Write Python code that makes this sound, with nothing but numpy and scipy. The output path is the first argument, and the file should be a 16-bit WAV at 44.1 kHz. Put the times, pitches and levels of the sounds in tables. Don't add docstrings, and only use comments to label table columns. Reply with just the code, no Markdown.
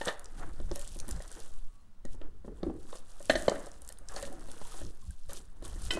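import sys
import numpy as np
from scipy import signal
from scipy.fft import rfft, irfft, next_fast_len
from scipy.io import wavfile
from scipy.ndimage import uniform_filter1d, map_coordinates

SR = 44100
rng = np.random.default_rng(int(sys.argv[2]) if len(sys.argv) > 2 else 0)


def natural_amplitude(level_db):
    exponent = np.asarray(level_db, float) / 20
    return 10 ** exponent


def wav_record(signal):
    frames = np.transpose(np.atleast_2d(signal))
    bounded = np.clip(frames, -1, 1)
    quanta = np.round(bounded * 32767).astype(np.int16)
    wavfile.write(sys.argv[1], SR, quanta)


N = 264159


def unit(x):
    return x / np.sqrt(np.mean(x ** 2) + 1e-20)


def along(points, hz):
    f, v = np.transpose(points)
    return np.interp(np.log(hz + 1), np.log(f + 1), v)


def wobble(rate):
    knots = rng.standard_normal(int(N * rate / SR) + 4)
    return map_coordinates(knots, [np.arange(N) * rate / SR])


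def filtered(x, points):
    m = next_fast_len(N + 8192)
    gain = natural_amplitude(along(points, np.fft.rfftfreq(m, 1 / SR)))
    return irfft(rfft(x, m) * gain, m)[..., :N]


def coloured(x, spectrum):
    return unit(filtered(x, [(1, -120)] + list(spectrum)))


def swells(rows):
    t = np.arange(0, N, 32) / SR
    s, db, rise, fall = np.transpose(rows)[:, :, None]
    below_peak = 10 * np.maximum((s - t) / rise, (t - s) / fall)
    power = natural_amplitude(2 * (db - below_peak)).sum(axis=0)
    return np.interp(np.arange(N) / SR, t, np.sqrt(power))


def add(track, s, sound):
    spot = track[round(s * SR):][:len(sound)]
    spot += sound[:len(spot)]


def grit(rate, low_hz, high_hz, cycles, spread_db, clump_db, clump_rate, hiss):
    when, pitch, size = rng.random((round(rate * N / SR), 3)).T[:, :, None]
    hz = low_hz * (high_hz / low_hz) ** pitch
    step = np.arange(round(3 * cycles * SR / low_hz))
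    level = natural_amplitude(spread_db * np.minimum(-np.log(size), 4)) * np.sqrt(hz)
    tick = level * np.sin(2 * np.pi * hz * step / SR) * np.exp(-step * hz / SR / cycles)
    spots = (when * N).astype(int) + step
    ticks = np.bincount(spots.ravel(), tick.ravel(), N)[:N]
    return natural_amplitude(clump_db * wobble(clump_rate)) * (unit(ticks) + hiss * rng.standard_normal(N))


def ring(modes, t, damping, scatter_db):
    hz, db, t60 = np.transpose(modes)[:, :, None]
    level = natural_amplitude(db + scatter_db * rng.standard_normal(db.shape))
    decay = np.exp(-np.log(1000) * damping * t / t60)
    return (level * decay * np.sin(2 * np.pi * (hz * t + rng.random(hz.shape)))).sum(axis=0)


def struck(modes, rattle, loose_db, scatter_db):
    t = np.arange(SR // 6) / SR
    blow = ring(modes, t, 0.0049 / rattle, scatter_db) * (1 - np.exp(-t / 0.00066))
    chatter = rng.standard_normal(len(t)) * np.exp(-t / (1.7 * rattle)) * (1 - np.exp(-t / 0.001))
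    brief = t[:SR // 20]
    damped = ring(modes, brief, 8.0, scatter_db) * np.minimum(brief / 0.00047, 1)
    buzz = signal.fftconvolve(damped, chatter)[:len(t)]
    sound = blow / np.abs(blow).max() + natural_amplitude(loose_db) * buzz / np.abs(buzz).max()
    fade = np.cos(np.pi / 2 * t / t[-1])
    return sound * fade / np.abs(sound).max()


def draught():
    # time in seconds, level in dB
    pushes = [(0.0, -40.5), (0.27, -36), (0.55, -27), (0.9, -30), (1.43, -36.5), (1.67, -28), (1.88, -48.5),
              (2.1, -27), (2.6, -46.5), (2.9, -36), (3.19, -37.5), (3.92, -42.5), (4.17, -34.5),
              (5.99, -36.5)]
    # peak in seconds, level in dB, rise and fall in seconds per 10 dB
    gusts = [(.01, -56, .1, .9), (.4, -40, .044, .6), (.68, -32, .05, .05), (1.18, -34, .12, .024),
             (1.33, -58, .076, .4), (2.13, -42, .044, .106), (2.69, -38.5, .23, .074),
             (3.31, -37, .025, .13), (4.36, -50, 1.6, .3), (4.85, -37, .04, .04), (5.1, -35, .04, .025),
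             (5.29, -51, .05, .06), (5.69, -45, .096, .07), (5.85, -41, .35, .9)]
    # frequency in Hz, density in dB per Hz
    push_spectrum = [(1.8, -6.5), (3.0, 5.5), (16, -12), (25, -12), (32, -75.5), (55, -120)]
    buffet_spectrum = [(15, -71), (25, -2), (63, -6.5), (92, -13.5), (140, -26.5), (180, -18.5),
                       (310, -120)]
    s, db = np.transpose(pushes)
    push_level = natural_amplitude(np.interp(np.arange(N) / SR, s, db))
    push = push_level * coloured(rng.standard_normal(N), push_spectrum)
    lumps = natural_amplitude(2.24 * wobble(18)) * rng.standard_normal(N)
    return push + swells(gusts) * coloured(lumps, buffet_spectrum)


def hush():
    # frequency in Hz, density in dB per Hz
    hum_spectrum = [(59, -39), (100, -0.5), (145, -17), (207, -6.5), (373, -21), (804, -22), (1170, -21.5),
                    (1840, -30), (11000, -41.5), (14300, -78), (22000, -120)]
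    return natural_amplitude(-66 + 0.5 * wobble(2.8)) * coloured(rng.standard_normal(N), hum_spectrum)


def knock(boom_db, metal_db, loose_s):
    # frequency in Hz, level in dB, t60 in seconds
    wall_modes = [(444, -7, 0.055), (556.6, 10.5, 0.073), (596, -1.5, 0.055), (758, -14, 0.057),
                  (1004, -18, 0.15), (1000, -23, 0.14), (1100, -12, 0.07), (1310, -13, 0.044)]
    air_modes = [(192, -11, 0.12), (249, -4, 0.14), (270.3, -6, 0.26), (313, -6, 0.19), (347.3, -1.5, 0.1)]
    rack_modes = [(1520, -20, .07), (1600, -18, .06), (1815, 0, .11), (1885, -5, .07), (2300, -11, .05),
                  (3070, -6, .05), (3760, -9, .05), (4100, -9, .06), (4390, -10, .05), (5400, -13, .04),
                  (6220, -11, .04), (7470, -14, .04)]
    sound = struck(wall_modes, 0.67 * loose_s, loose_db=-1.6, scatter_db=2.1)
    sound += natural_amplitude(boom_db + 3) * struck(air_modes, 0.67 * loose_s, loose_db=-1, scatter_db=3.1)
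    sound += natural_amplitude(metal_db + 1.7) * struck(rack_modes, 0.77 * loose_s, loose_db=2.0, scatter_db=2.0)
    return sound


def knocks():
    # start in seconds, wall peak in dB, metal above wall in dB, looseness in seconds
    taps = [(.012, -25, -5, .0033), (.071, -20.5, -10.5, .005), (.083, -29.5, 6, .0055),
            (.758, -35, -13, .0098), (1.203, -35.5, -9, .0036), (2.929, -30.5, -36, .0017),
            (2.953, -39, -20, .003), (3.204, -38, -20, .0053), (3.481, -8, -15, .0024),
            (3.518, -17, -30, .0021), (3.668, -36, -16, .005), (3.822, -47, -20, .0031),
            (3.9, -46.5, -.6, .0026), (4.142, -39.5, -21, .007), (4.163, -33, -9, .0097),
            (4.226, -32, -8, .009), (4.272, -38, -15, .0074), (4.316, -43, -33, .014),
            (4.615, -31, -15, .002), (5.293, -40, -5, .009)]
    # start in seconds, wall peak in dB, boom above wall in dB, metal above wall in dB
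    thuds = [(.6, -38.5, -2, -14), (.712, -31, 0.5, -15), (.96, -47.5, 4.5, -14), (1.083, -42, 3, -6),
             (1.371, -44, -11, -8), (2.05, -41, 2.5, -7.5), (2.143, -49, 3, -18), (2.213, -40, -3, -14),
             (2.445, -41.5, -3, -20), (2.479, -45.5, 9, -21), (2.631, -25, 1.5, -43),
             (2.666, -41.5, 17, -30), (2.696, -55, 26, -28), (3.297, -9, -14.5, -4.5), (3.354, -21, -9, 0),
             (3.556, -34.5, -5, -4.5), (4.484, -39.5, -8, -12), (4.815, -39, -1, -8),
             (5.623, -40.5, 1, -10), (5.97, -28.5, -2, -10)]
    out = np.zeros(N)
    for s, db, metal_db, loose_s in taps:
        add(out, s, natural_amplitude(db - 1.2) * knock(-26, metal_db, loose_s))
    for s, db, boom_db, metal_db in thuds:
        add(out, s, natural_amplitude(db - 1.2) * knock(boom_db, metal_db, loose_s=0.0042))
    return out


def pocks():
    # start in seconds, peak in dB, frequency in Hz, t60 in seconds
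    touches = [(.012, -30, 900, .05), (.071, -30, 1000, .05), (.085, -40, 1260, .2), (.085, -40, 1766, .2),
               (.085, -36, 600, .15), (.255, -46, 400, .04), (.28, -48, 480, .05), (.365, -44, 190, .05),
               (.41, -44, 720, .1), (.43, -46, 1100, .08), (.76, -45, 579, .3), (1.176, -44, 520, .04),
               (1.312, -47, 1500, .04), (1.349, -48, 1500, .03), (1.384, -44, 450, .08),
               (2.05, -50, 190, .1), (2.143, -54, 900, .07), (2.215, -52, 1400, .03),
               (2.58, -52, 1000, .03), (2.66, -38, 265, .3), (3.297, -22, 673, .07), (3.354, -30, 610, .12),
               (3.39, -34, 570, .08), (3.41, -36, 600, .08), (3.45, -38, 600, .06), (3.556, -38, 640, .1),
               (4.015, -49, 546, .06), (4.095, -41, 1660, .03), (4.122, -39, 1140, .025),
               (4.162, -39, 760, .12), (4.162, -39, 1700, .07), (4.226, -40, 430, .07),
               (4.273, -40, 1000, .02), (4.317, -41, 400, .05), (4.32, -45, 750, .15), (4.33, -46, 310, .4),
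               (4.437, -47, 650, .05), (4.513, -45, 1500, .025), (4.54, -46, 1100, .03),
               (4.564, -44, 440, .04), (4.653, -41, 964, .04), (4.721, -43, 1250, .04),
               (4.778, -43, 800, .04), (5.025, -56, 1070, .07), (5.106, -47, 1600, .025),
               (5.293, -46, 1200, .06), (5.648, -46, 1100, .08), (5.763, -45, 1850, .02),
               (5.76, -46, 320, .04), (5.912, -42, 2540, .4)]
    out = np.zeros(N)
    t = np.arange(SR // 3) / SR
    shape = (1 - np.exp(-t / .0012)) * np.cos(np.pi / 2 * t / t[-1])
    for s, db, hz, t60 in touches:
        waver = uniform_filter1d(rng.standard_normal(len(t)), size=300)
        note = np.sin(2 * np.pi * hz * t + 6 * waver) * np.exp(-np.log(1000) * t / t60)
        add(out, s, natural_amplitude(db - 0.4) * note * shape)
    return out


def pop(hz):
    t = np.arange(SR // 100) / SR
    flip_s = .0007
    flip = rng.standard_normal(len(t)) * t * np.exp(-t / flip_s)
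    sheet = np.sin(2 * np.pi * hz * t) * t * np.exp(-t * hz / 0.51)
    sound = np.convolve(flip, sheet)[:len(t)]
    return sound / np.abs(sound).max()


def snaps(rows, extra_db):
    out = np.zeros(N)
    for s, db, hz in rows:
        add(out, s, natural_amplitude(db + extra_db) * pop(hz))
    return out


def loud_creases():
    # start in seconds, peak in dB, centre in Hz
    film_creases = [(.0139, -37.5, 3030), (.0525, -33, 6450), (.0568, -27.5, 8700), (.0811, -25, 3530),
                    (.1944, -36, 10300), (.2437, -39.5, 7750), (.2568, -39.5, 6230), (.7141, -32, 5230),
                    (.7579, -27, 9290), (.7937, -33, 9300), (.822, -39, 8660), (.8757, -35.5, 8200),
                    (.9888, -37, 7650), (1.0003, -28.5, 7700), (1.0809, -34.5, 10300), (1.0897, -31, 10600),
                    (1.11, -28, 8000), (1.222, -37, 7500), (1.3157, -36.5, 8600), (1.326, -38.5, 7160),
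                    (1.4015, -38, 9540), (2.052, -43, 8140), (2.2154, -47, 2870), (2.6312, -39.5, 3380),
                    (2.9264, -44, 3400), (2.956, -41, 7900),
                    (3.2266, -40, 8500), (3.255, -38, 8800), (3.2961, -23.5, 3150), (3.3538, -32.5, 4100),
                  (3.4225, -34, 8030), (3.484, -32, 3960), (3.4962, -25, 6200), (3.6599, -41, 7900),
                  (3.7158, -42.5, 7230), (3.819, -38, 9400), (3.8482, -43.5, 8400), (3.8764, -40, 8200),
                  (3.8896, -31, 9400), (3.924, -35, 8700), (3.9858, -41.5, 9330), (4.0862, -33, 6600),
                  (4.1629, -31, 4900), (4.226, -33, 8160), (4.2515, -39, 3460), (4.3265, -42, 9500),
                  (4.515, -36, 9250), (5.1069, -41.5, 9400), (5.2939, -41.5, 8500), (5.3323, -30.5, 9800),
                  (5.6795, -39, 9450), (5.8185, -36.5, 8750), (5.8515, -36, 9400)]
    return snaps(film_creases, extra_db=3.54)


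def film_crackle():
    # peak in seconds, level in dB, rise and fall in seconds per 10 dB
    squeezes = [(.03, -51, .1, .05), (.077, -41, .025, .03), (.16, -66, .03, .5), (.39, -57, .04, .15),
                (.8, -53, .13, .25), (.97, -57, .2, .06), (1.095, -54, .03, .19), (1.33, -55, .15, .2),
                (1.4, -57, .04, .15), (2.13, -57, .03, .021), (2.2, -75, .05, .35), (2.462, -66, .012, .03),
                (2.57, -67, .04, .05), (2.651, -66, .022, .09), (2.971, -52, .11, .035),
                (3.1, -60, .05, .3), (3.27, -55, .1, .05), (3.302, -41, .006, .045), (3.36, -45, .012, .06),
                (3.42, -50, .05, .07), (3.495, -53.5, .05, .24), (3.904, -65, .15, .16),
                (4.09, -56, .012, .15), (4.17, -47, .03, .07), (4.24, -52, .03, .08), (4.522, -55, .14, .1),
                (4.635, -51, .05, .1), (4.79, -49, .15, .08), (5.04, -64, .1, .5), (5.305, -49, .009, .06),
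                (5.365, -48, .04, .033), (5.655, -49, .015, .07), (5.76, -59, .07, .1),
                (5.865, -48, .09, .03), (5.912, -39, .005, .045)]
    # frequency in Hz, density in dB per Hz
    film_spectrum = [(1350, -53), (2300, -8), (3340, -4), (5280, -4.5), (7830, 0), (10300, 0.5),
                     (11000, -2), (14300, -10), (22000, -120)]
    crackle = grit(1400, 2470, 13000, cycles=1.3, spread_db=3.2, clump_db=1.6, clump_rate=60, hiss=0.75)
    return natural_amplitude(-0.4) * swells(squeezes) * coloured(crackle, film_spectrum)


def card_scrape():
    # peak in seconds, level in dB, rise and fall in seconds per 10 dB
    slides = [(.092, -36, .045, .04), (.17, -55, .04, .16), (.432, -47, .055, .058),
              (.776, -56.5, .22, .17), (1.105, -53, .1, .18), (1.379, -55, .12, .134),
              (2.063, -73, .014, .3), (2.232, -61, .05, .043), (2.477, -68, .03, .22),
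              (2.637, -60, .05, .1), (2.946, -59.5, .14, .11), (3.27, -60, .21, .3), (3.4, -57, .1, .1),
              (3.525, -43, .07, .07), (3.62, -59, .05, .27), (3.904, -62, .15, .27), (4.1, -53, .02, .15),
              (4.168, -51, .05, .21), (4.62, -56, .25, .15), (4.79, -52, .21, .06), (4.95, -74, .05, .9),
              (5.315, -51, .016, .064), (5.655, -53, .025, .09), (5.875, -55, .21, .05),
              (5.929, -43.5, .022, .3)]
    # frequency in Hz, density in dB per Hz
    card_spectrum = [(260, -36), (450, -3.5), (559, -9), (761, -6), (875, -9), (1430, -7), (1710, -9),
                     (2400, -18), (4200, -31), (7500, -120)]
    rasp = grit(450, 474, 2200, cycles=1.4, spread_db=2.5, clump_db=1.95, clump_rate=55, hiss=3.1)
    return natural_amplitude(-0.2) * swells(slides) * coloured(rasp, card_spectrum)


def carton_drum():
    # peak in seconds, level in dB, rise and fall in seconds per 10 dB
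    shoves = [(.1, -67, .9, .9), (.385, -51, .03, .25), (.72, -58, .3, .06), (1.095, -55, .17, .12),
              (1.419, -60.5, .16, .1), (2.247, -55, .06, .1), (2.49, -44, .021, .08),
              (2.67, -35, .022, .095), (2.8, -62, .05, .21), (3.325, -41, .015, .08), (3.52, -41, .12, .11),
              (4.33, -52, .18, .22), (4.822, -49, .07, .08), (5.33, -56, .025, .08), (5.63, -52, .05, .21),
              (5.93, -45, .015, .6)]
    # frequency in Hz, density in dB per Hz
    drum_spectrum = [(76, -64), (130, -8), (231, -7.5), (269, -6), (296, -4), (351, -3), (500, -9),
                     (650, -24.5), (1100, -120)]
    rumble = grit(90, 150.6, 474, cycles=1.75, spread_db=2, clump_db=1.6, clump_rate=24, hiss=3.6)
    return swells(shoves) * coloured(rumble, drum_spectrum)


def faint_creases():
    # start in seconds, peak in dB, centre in Hz
    small_creases = [(0.6005, -47, 4940), (0.6569, -50, 6380), (0.8131, -36, 8990), (0.9318, -45, 9780),
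                     (0.9472, -41, 9850), (0.9682, -37, 10200), (1.1628, -39, 6970), (1.1947, -39, 7780),
                     (1.2785, -37, 8420), (1.3508, -40, 6770), (1.4616, -47, 9490), (1.5384, -47, 8540),
                     (2.83, -45, 8260), (2.9841, -41, 8390), (3.0824, -48, 7470), (3.1178, -46, 5910),
                     (3.1966, -42, 8230), (3.3974, -34, 8050), (3.5524, -40, 8810), (3.5954, -40, 8470),
                     (3.6027, -39, 7310), (3.6252, -43, 8800), (3.6676, -41, 7850), (3.7863, -50, 8590),
                     (4.1205, -38, 9390), (4.1984, -36, 8470), (4.2742, -39, 8150), (4.4084, -44, 7690),
                     (4.4852, -44, 8190), (4.6972, -42, 6510), (4.7202, -36, 9600), (4.777, -38, 8140),
                     (4.815, -40, 9430), (4.8494, -38, 5710), (4.8658, -39, 5590), (4.8983, -45, 9080),
                     (4.9487, -48, 10000), (4.9721, -50, 9020), (5.0135, -52, 9220), (5.0524, -49, 8650),
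                     (5.0729, -52, 5210), (5.234, -51, 5460), (5.3707, -39, 8800), (5.5293, -56, 10100),
                     (5.6251, -43, 9370), (5.6501, -38, 8310), (5.7079, -45, 5660), (5.7658, -44, 8900),
                     (5.8341, -39, 8070),
                     (1.3828, -41, 8600), (2.9054, -44, 7870), (3.2152, -42, 8000), (3.2905, -40, 9000),
                (3.3873, -41, 9000), (3.4105, -39, 10500), (3.432, -40, 9500), (3.4711, -40, 7600),
                (3.8645, -44, 9560), (3.9733, -47, 3490), (4.1406, -37, 9050), (4.4993, -44, 3750),
                (5.2865, -47, 9070), (5.7958, -42, 8800), (5.8916, -40, 7000)]
    return snaps(small_creases, extra_db=-1.5)


def wires():
    # start in seconds, length in seconds, frequency in Hz, level in dB
    tones = [
        (1.5, .1, 1170, -67),
        (1.57, .1, 3495, -80),
        (1.64, .24, 1130, -71),
        (1.76, .09, 4200, -79),
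    ]
    out = np.zeros(N)
    for s, length, hz, db in tones:
        drift = 1 + 0.0087 * wobble(30)[:round(length * SR)]
        tone = np.sin(2 * np.pi * hz * np.cumsum(drift) / SR)
        add(out, s, natural_amplitude(db) * np.hanning(len(drift)) * tone)
    return out


def tray_clank():
    # start in seconds, peak in dB
    clanks = [
        (5.9058, -17),
    ]
    # frequency in Hz, level in dB, t60 in seconds
    tray_modes = [(330, 1, 0.027), (1006, -3, 0.043), (1495, -13, 0.25), (1986, -1.5, 0.11),
                  (2040, -13, 0.098), (2550, -12.5, 0.35), (3080, 3.5, 0.057), (3700, -14, 0.13),
                  (4000, -10, 0.099), (4530, -16, 0.12), (5170, -11.5, 0.097), (5593, -18, 0.14),
                  (7360, -16, 0.092), (8000, -9.5, .07)]
    out = np.zeros(N)
    for s, db in clanks:
        add(out, s, natural_amplitude(db + 2.0) * struck(tray_modes, 0.0045, loose_db=0.5, scatter_db=0.5))
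    return out


def room(x):
    # frequency in Hz, t60 in seconds
    decay_times = [(200, 0.19), (1000, 0.53), (3000, 0.34), (10000, 0.12)]
    hz, t, z = signal.stft(rng.standard_normal(SR // 2), SR, nperseg=256)
    fading = z * natural_amplitude(-60 * t / along(decay_times, hz)[:, None])
    tail = signal.istft(fading, SR, nperseg=256)[1]
    delayed = np.pad(x, (200, 0))
    return signal.fftconvolve(delayed, tail / np.linalg.norm(tail))[:N]


def scene():
    air = draught() + hush()
    bumps = knocks() + tray_clank()
    creases = loud_creases()
    light = faint_creases() + pocks()
    handling = film_crackle() + card_scrape() + carton_drum()
    answer = natural_amplitude(-13) * room(bumps) + natural_amplitude(-13.5) * room(creases) + natural_amplitude(-13.2) * room(light)
    return (air + bumps + creases + light + handling + wires() + answer)[None]


def band_limit(x):
    return signal.sosfilt(signal.butter(12, 16460, fs=SR, output="sos"), x)


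def record(dry):
    # frequency in Hz, gain in dB
    roll_off = [(1950, -1.6), (2300, -4), (2750, -1.6), (9500, -1.5), (11000, -5.5), (12500, -8.5),
                (14500, -15.5), (17000, -33.5)]
    heard = filtered(dry, roll_off)
    hiss = natural_amplitude(-86) * rng.standard_normal(heard.shape)
    whine = natural_amplitude(-99) * np.sin(2 * np.pi * 15700 * np.arange(N) / SR)
    return band_limit(heard + hiss + whine)


dry = scene()
out = record(dry)
wav_record(out)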